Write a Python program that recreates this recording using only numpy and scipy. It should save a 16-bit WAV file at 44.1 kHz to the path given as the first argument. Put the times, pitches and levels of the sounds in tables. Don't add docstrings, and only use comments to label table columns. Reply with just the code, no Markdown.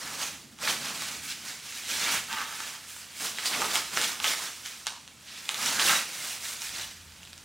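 import sys
import numpy as np
from scipy import signal
from scipy.fft import rfft, irfft
from scipy.io import wavfile

SR = 44100
rng = np.random.default_rng(int(sys.argv[2]) if len(sys.argv) > 2 else 0)


def unload_audio(sound):
    columns = np.transpose(np.atleast_2d(sound))
    steps = np.round(np.clip(columns, -1, 1) * 32767)
    wavfile.write(sys.argv[1], SR, steps.astype(np.int16))


N = 328236
TIME = np.arange(N) / SR

# (frequency [Hz], level [dB])
CRINKLE_TONE = [(300, -41), (800, -30.5), (1300, -6.5), (2200, -2), (3500, -2), (5500, -2.5), (7000, -5.5),
                (9000, -15), (11000, -32.5), (16000, -49.5)]
BODY_TONE = [(45, -59), (82, -9), (110, -7), (170, 5), (280, -2), (430, -4), (650, -0.5), (1000, 3),
             (1400, 3), (2200, -6), (5000, -21)]
FIZZ_TONE = [(3000, -31.5), (5200, -1), (6500, 3.5), (8200, 3.5), (9800, 1), (11200, -2.5), (13500, -4.5),
             (16000, -7)]
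# (start [s], length [s], crinkle [dB], body offset [dB], fizz offset [dB])
HAND_STROKES = [(0.0, 0.17, -42, -4, -5), (0.181, .085, -34.5, -6.5, -5), (0.606, 0.058, -35.5, -4.5, -5.5),
                (0.657, 0.071, -31.5, -5.5, -2.5), (0.81, 0.095, -36.5, -4.5, -7.5),
                (0.93, 0.22, -38.5, -8.5, -5), (1.227, 0.035, -41, -19, -1), (1.281, 0.04, -35.5, -20, -6),
                (1.434, .11, -40.5, -10.5, -4.5), (1.642, 0.35, -41.5, -15, -4.5),
                (1.879, 0.19, -33.5, -11, -4), (2.002, 0.13, -31.5, -7, -8.5), (2.106, 0.053, -32.5, -4, 1),
                (2.303, .13, -38.5, -6.5, -6.5), (2.468, 0.26, -42, -11.5, -4.5),
                (2.584, .14, -45, -10, -4.5), (2.87, 0.13, -49.5, -17, 3), (3.15, 0.057, -44, -15, 0),
                (3.203, 0.066, -33, -8, -2.5), (3.375, .065, -37, -10.5, -9), (3.449, 0.034, -32, -6, -0.5),
                (3.498, 0.22, -34, -2.5, -4), (3.729, 0.052, -28, -7.5, -3.5),
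                (3.917, 0.056, -35.5, -5, -3), (3.962, 0.12, -30.5, -10, -4.5),
                (4.087, 0.043, -42.5, -2, -2), (4.225, 0.1, -29.5, -10.5, -4),
                (4.334, .15, -37.5, -7, -3.5), (4.647, 0.039, -39.5, -20, -5), (5.497, 0.26, -41, -4.5, -3),
                (5.59, 0.17, -31.5, -7.5, -4), (5.793, .18, -27, -6.5, -3), (6.112, 0.11, -41, -10, -2),
                (6.213, 0.12, -37, -11.5, -2), (6.412, 0.13, -40.5, -15, -0.5),
                (6.604, .075, -39.5, -20, -1.5), (6.73, 0.1, -38, -11.5, -6)]
# (time [s], level [dB])
WRAP_STIR = [(0, -45), (.32, -45.5), (.46, -56.5), (.58, -58), (.75, -42.5), (1.38, -46.5), (1.6, -49),
             (2.3, -45), (2.85, -49), (3.12, -49), (3.3, -43), (3.88, -43), (4.76, -47), (5.0, -54.5),
             (5.19, -56.5), (5.5, -42.5), (6.84, -45), (7.0, -54)]
# (start [s], length [s], sleeve rustle [dB], rumble [dB])
CHAIR_LEANS = [(0, 0.29, -57, -70), (0.305, 0.24, -59, -78), (0.643, 0.1, -53, -74),
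               (0.805, 0.64, -57.5, -72), (1.85, 0.45, -57.5, -62), (3.2, 0.071, -52, -72),
               (3.55, 0.24, -61, -59), (3.91, 0.29, -55.5, -72), (5.56, 0.34, -54.5, -72)]
# (frequency [Hz], level [dB])
CLOTH_TONE = [(50, -27.5), (100, -5.5), (150, -4), (185, -3), (216, 1.5), (255, -3), (330, -8.5),
              (500, -21), (1500, -33)]
RUMBLE_TONE = [(28, -34), (45, -6), (75, 4), (125, -5.5), (200, -9), (500, -52)]
# (frequency [Hz], level [dB])
AIR_TONE = [(20, -34), (33, -13), (50, 1), (80, 3), (130, 9.5), (210, 10), (300, 5.5), (450, -1), (1000, 0),
            (3000, -7), (8000, -13), (16000, -35)]
AIR_WIDTH = [(40, -20), (100, -14), (300, -11), (2000, -9), (8000, -10), (15000, -16)]
# (frequency [Hz], level [dB])
HUM_NOTES = [(80.7, -71.5), (161.5, -85), (242.2, -91)]
DRONE_NOTES = [(48.4, -70), (82, -62), (140, -69.5), (177, -71.5)]
# (time [s], level [dB])
SWELL = [(6.25, -16), (6.5, -11), (6.68, -2), (6.8, 2), (7.0, 1.5), (7.3, 3), (7.44, -7)]
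# (time [s], level [dB], pitch [Hz], offset of the knock on the bar [dB])
BIG_SNAPS = [(0.076, -21, 1800, -8), (0.5882, -30, 2500, 1), (0.6474, -16, 2000, -7),
             (0.6756, -8, 1770, -1.5), (1.0215, -16, 1560, -4), (2.329, -13.5, 1320, 2),
             (2.3859, -18, 1370, -10), (2.4155, -17, 1310, 5.5), (2.604, -16.5, 1180, -3),
             (2.965, -24, 1500, -8), (3.3858, -11.5, 2000, -16), (3.4585, -10.5, 4500, -22),
             (3.619, -8.5, 1170, 1.5), (3.7564, -5, 2450, -4), (3.9734, -3.5, 1550, -13),
             (4.0151, -6.5, 2010, -11), (4.2013, -13.5, 2560, -3), (4.2435, -5.5, 2400, -4.5),
             (4.2473, -10.5, 3000, -3), (4.3372, -10.5, 2000, -6), (4.6606, -17.5, 2580, -12),
             (4.861, -22, 3000, -24), (4.8688, -6, 3460, -14), (4.8758, -20, 4000, -26),
             (5.0776, -26, 3700, -30), (5.4915, -4.5, 3130, -10.5), (5.5444, -12.5, 3360, -26),
             (5.6603, -8, 5770, -18), (5.7964, -6, 2830, -4), (5.9536, -11, 2380, -5),
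             (6.6195, -17.5, 3200, -6), (6.6931, -19.5, 3800, -20), (7.1221, -32, 3520, -21.5),
             (7.2315, -29, 3230, -28), (7.252, -28, 3230, -25), (7.2742, -29, 3020, -25),
             (7.3315, -22.5, 4230, -33.5), (7.379, -26, 4800, -31)]
# (frequency [Hz], level [dB])
SNAP_TONE = [(40, -54), (150, -19), (400, -9.5), (950, -2.5), (2000, -2.5), (3400, 1), (4000, 0.5),
             (4600, -5), (5600, 0), (9000, -1), (11500, -12), (16000, -24)]
# (frequency [Hz], level [dB], time to fade by 60 dB [s])
BAR_NOTES = [(885, 14, 0.038), (988, -1, 0.098), (1068, 2, 0.09), (1152, 13.5, 0.029), (1270, 4, 0.17),
             (1563, 7, 0.095), (1692, 3, 0.078), (1940, -48, 0.034), (2180, -15, 0.068)]
# (start [s], length [s], level [dB], centre [Hz], rough width [Hz])
FILM_DRAGS = [(0.671, 0.042, -24, 3470, 1980), (2.033, 0.18, -27.5, 2140, 1700),
              (3.452, 0.036, -25, 4600, 1100), (3.524, 0.033, -25, 2500, 2000),
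              (3.556, 0.11, -37, 450, 348), (3.962, 0.053, -36.5, 560, 550),
              (4.239, 0.036, -24, 2440, 1800), (4.243, 0.048, -38.5, 545, 350),
              (4.867, 0.026, -28, 3430, 2200), (4.884, 0.114, -45.5, 1010, 300),
              (5.252, 0.17, -39.5, 3170, 3400), (5.755, 0.1, -28, 1580, 392),
              (5.791, 0.04, -22.5, 3600, 2200), (5.883, 0.065, -21, 1430, 890)]
# (start [s], length [s], level [dB])
BAR_SLIDES = [(2.293, 0.057, -30.5), (2.366, 0.059, -30), (2.503, 0.033, -37.5), (2.604, .04, -42),
              (2.73, 0.032, -41.5)]
# (frequency [Hz], level [dB])
CONTACT_TONE = [(600, -33), (900, -27), (1200, -9), (1900, -12), (3000, -14), (5000, -30)]
# (frequency [Hz], time to fade by 60 dB [s])
GARAGE_FADE = [(100, 0.16), (400, 0.52), (1000, 0.4), (3000, 0.46), (7000, 0.44), (15000, 0.35)]
# (frequency [Hz], left minus right [dB])
BALANCE = [(60, -.5), (140, -1), (330, -1.5), (600, -2.4), (1200, -1.8), (2100, -2.5), (3000, -.8),
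           (3900, -.3), (5000, -1.5), (6300, -3.5), (8100, -2.5), (9500, -0.5), (12000, -0.5),
           (15000, -6.5)]
# (frequency [Hz], level [dB])
ECHO_WIDTH = [(100, -11), (400, -12), (1200, -13.5), (2800, -16), (4000, -19), (5000, -14), (9300, -14.5),
              (10000, -6.5), (12200, -5.5), (13200, -19)]


def amp(db):
    return 10 ** (np.asarray(db) / 20)


def unit(x):
    return x / np.sqrt(np.mean(x ** 2) + 1e-20)


def read(points, hz):
    freqs, values = np.transpose(points)
    return np.interp(np.log(hz + 1), np.log(freqs + 1), values)


def curve(rows):
    return np.interp(TIME, *np.transpose(rows))


def add(mix, start, sound):
    part = mix[max(round(start * SR), 0):][:len(sound)]
    part += sound[:len(part)]


def colour(x, tone, size=4096):
    log_gain = np.log(amp(read(tone, abs(np.fft.fftfreq(size, 1 / SR)))))
    taps = np.fft.ifft(np.exp(np.conj(signal.hilbert(log_gain)))).real
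    return signal.oaconvolve(x, taps[:size // 2])[:N]


def wander(rate_hz):
    hz = np.fft.rfftfreq(N, 1 / SR)
    return unit(irfft(rfft(rng.standard_normal(N)) / (1 + (hz / rate_hz) ** 4), N))


def clicks(per_s, spread_db, ceiling):
    size_db = spread_db * np.minimum(rng.exponential(1, N), ceiling)
    return (rng.random(N) < per_s / SR) * rng.choice([-1, 1], N) * amp(size_db)


def stroke(start, length, attack_s=0.0083, release_s=0.031, arch_db=2):
    age = TIME - start
    build = .5 + .5 * np.tanh(age / (2 * attack_s))
    arch = np.sin(np.pi * np.clip(age / length, 0, 1))
    fade = np.exp(-np.clip((age - length) / release_s, 0, 20))
    return build * amp(arch_db * (arch - 1)) * fade


def handling():
    stir = amp(curve(WRAP_STIR))
    power = np.outer(amp([0, -10, -3.5]), stir) ** 2
    for start, length, db, body_db, fizz_db in HAND_STROKES:
        gains = amp([db, db + body_db, db + fizz_db])
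        power += np.outer(gains, stroke(start, length)) ** 2
    return np.sqrt(power)


def patch(hz, cycles, size=400):
    turns = hz * np.arange(size) / SR
    ring = np.exp(-turns / cycles) * np.cos(2 * np.pi * turns)
    return ring / np.linalg.norm(ring)


def creases(low_hz, high_hz, per_s, spread_db, cycles, shift_db, count=12):
    out = np.zeros(N)
    for hz in np.geomspace(low_hz, high_hz, count):
        flips = clicks(per_s / count, spread_db, ceiling=3.03) * amp(shift_db * wander(12.0))
        out += np.sqrt(hz) * signal.oaconvolve(flips, patch(hz, cycles))[:N]
    return unit(out)


def film(crinkle_gain, body_gain, fizz_gain):
    grip = amp(wander(31))
    rub = unit(clicks(per_s=12000, spread_db=2.5, ceiling=2.7))
    crackle = creases(1204, 11100, per_s=2400, spread_db=2.5, cycles=1.52, shift_db=-0.5)
    flex = creases(239.5, 2160, per_s=2500, spread_db=3, cycles=1.24, shift_db=-0.5)
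    panels = creases(800, 10000, per_s=900, spread_db=3.5, cycles=14, shift_db=2, count=30)
    hiss = unit(clicks(per_s=14000, spread_db=0.5, ceiling=5))
    crinkle = crinkle_gain * unit(colour(crackle + 1.03 * rub + 0.62 * panels, CRINKLE_TONE))
    body = body_gain * unit(colour(flex + 0.63 * rub, BODY_TONE))
    fizz = fizz_gain * unit(colour(crackle + 2.17 * hiss, FIZZ_TONE))
    return grip * (amp(-0.6) * crinkle + amp(-1.38) * body + amp(0.35) * fizz)


def cloth():
    rustle = unit(colour(rng.standard_normal(N), CLOTH_TONE))
    rumble = unit(colour(rng.standard_normal(N), RUMBLE_TONE))
    out = np.zeros(N)
    for start, length, rustle_db, rumble_db in CHAIR_LEANS:
        lean = stroke(start, length, attack_s=0.014, release_s=0.14)
        out += lean * (amp(rustle_db) * rustle + amp(rumble_db) * rumble)
    return out


def wavering(notes, drift_hz):
    out = np.zeros(N)
    for hz, db in notes:
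        strength = amp(db + 2.2 * wander(4))
        pitch = hz + drift_hz * wander(6.7)
        out += strength * np.sqrt(2) * np.sin(2 * np.pi * np.cumsum(pitch) / SR)
    return out


def background():
    mid, side = (unit(colour(rng.standard_normal(N), AIR_TONE, size=16384)) for _ in range(2))
    side = colour(side, AIR_WIDTH)
    air = amp(-60) * np.array([mid + side, mid - side])
    hum = wavering(HUM_NOTES, drift_hz=1.25)
    rumble = amp(-65.5) * unit(colour(rng.standard_normal(N), RUMBLE_TONE))
    drone = amp(-2.5) * wavering(DRONE_NOTES, drift_hz=2.26) + rumble
    return air + hum + amp(curve(SWELL)) * drone


def snaps(rows):
    cracks, knocks = np.zeros(N), np.zeros(N)
    t = np.arange(SR // 40) / SR
    fade = 0.16 * np.exp(-t / 0.00056) + 0.023 * np.exp(-t / 0.0042)
    for start, db, hz, knock_db in rows:
        chain = rng.standard_normal(len(t)) * fade
        chain[0] = 1
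        crack = np.convolve(chain, patch(hz, cycles=0.75))[:len(t)] + .5 * chain
        add(cracks, start, amp(db + 7.0) * crack / np.linalg.norm(crack))
        add(knocks, start, amp([db + knock_db + 3]))
    return colour(cracks, SNAP_TONE) + bar(knocks)


def bar(blows):
    t = np.arange(SR // 2) / SR
    ring = sum(amp(db - 60 * t / fade_s) * np.sin(2 * np.pi * (hz * t + rng.random()))
               for hz, db, fade_s in BAR_NOTES)
    bass_cut = signal.butter(3, 700, "high", fs=SR, output="sos")
    ring = signal.sosfilt(bass_cut, ring)
    return signal.oaconvolve(blows, ring / np.linalg.norm(ring))[:N]


def ticks(effort, per_s=8, centre_hz=2860, spread_octaves=0.43, knock_db=-20):
    step = SR // 100
    slots = np.arange(0, N, step)
    happens = rng.random(len(slots)) < per_s * step / SR
    size, pitch = rng.standard_normal((2, len(slots)))
    db = 20 * np.log10(effort[slots]) + 15 + 1.5 * np.clip(size, -2, 2)
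    start = (slots + rng.integers(0, step, len(slots))) / SR
    hz = centre_hz * 2 ** (spread_octaves * pitch)
    return snaps([(start[k], db[k], hz[k], knock_db) for k in np.flatnonzero(happens)])


def drags():
    out = np.zeros(N)
    for start, length, db, hz, width_hz in FILM_DRAGS:
        slips = clicks(per_s=4000, spread_db=6.5, ceiling=1.5)[:int(length * SR)]
        band = signal.iirpeak(hz, hz / (1.33 * width_hz), SR)
        rasp = signal.lfilter(*band, signal.lfilter(*band, slips))
        add(out, start, amp(db - 7) * unit(rasp) * signal.windows.tukey(len(rasp), .4))
    return out


def scrape():
    slips = clicks(per_s=1100, spread_db=3.5, ceiling=3)
    contact = colour(slips, CONTACT_TONE)
    push = sum(amp(db) * stroke(start, length) for start, length, db in BAR_SLIDES)
    return push * (amp(-11.0) * unit(bar(slips)) + amp(-7.5) * unit(contact))


def reflections(echo_s=0.007):
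    shape = (2, SR * 3 // 4)
    bounces = rng.standard_normal(shape) * (rng.random(shape) < 5000 / SR)
    hz, t, bands = signal.stft(bounces, SR, nperseg=256)
    fade = amp(-60 * t / read(GARAGE_FADE, hz)[:, None])
    tails = signal.istft(bands * fade, SR, nperseg=256)[1]
    age = np.arange(tails.shape[1]) / SR
    tails *= np.clip(age / 0.011, 0, 1)
    echo = rng.standard_normal(tails.shape) * (age > echo_s) * np.exp(-abs(age - echo_s) / 0.00036)
    return amp(-6.0) * tails / np.linalg.norm(tails[0]) + amp(-11.5) * echo / np.linalg.norm(echo[0])


def garage(x, count=6, changes_per_s=70):
    place = changes_per_s * TIME
    echoes = np.zeros((2, N))
    for k in range(count):
        share = np.sin(np.pi / 2 * np.minimum((place - k) % count, 2))
        echoes += signal.oaconvolve((x * share)[None], reflections(), axes=1)[:, :N]
    mid = x + echoes[0]
    ratio = amp(read(BALANCE, np.fft.rfftfreq(N, 1 / SR)))
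    side = irfft(rfft(mid) * (ratio - 1) / (ratio + 1), N) + colour(echoes[1], ECHO_WIDTH)
    return np.array([mid + side, mid - side])


def scene():
    crinkle, body, fizz = handling()
    room = background()
    sources = film(crinkle, body, fizz) + drags() + scrape() + cloth()
    sources += snaps(BIG_SNAPS) + ticks(crinkle)
    return garage(sources) + room


def record(dry, ceiling=0.68, cutoff_hz=15900):
    rounded = ceiling * np.tanh(dry / ceiling)
    treble_cut = signal.firwin(511, cutoff_hz, window=("kaiser", 9), fs=SR)
    return signal.oaconvolve(rounded, treble_cut[None], "same")


dry = scene()
out = record(dry)
unload_audio(out)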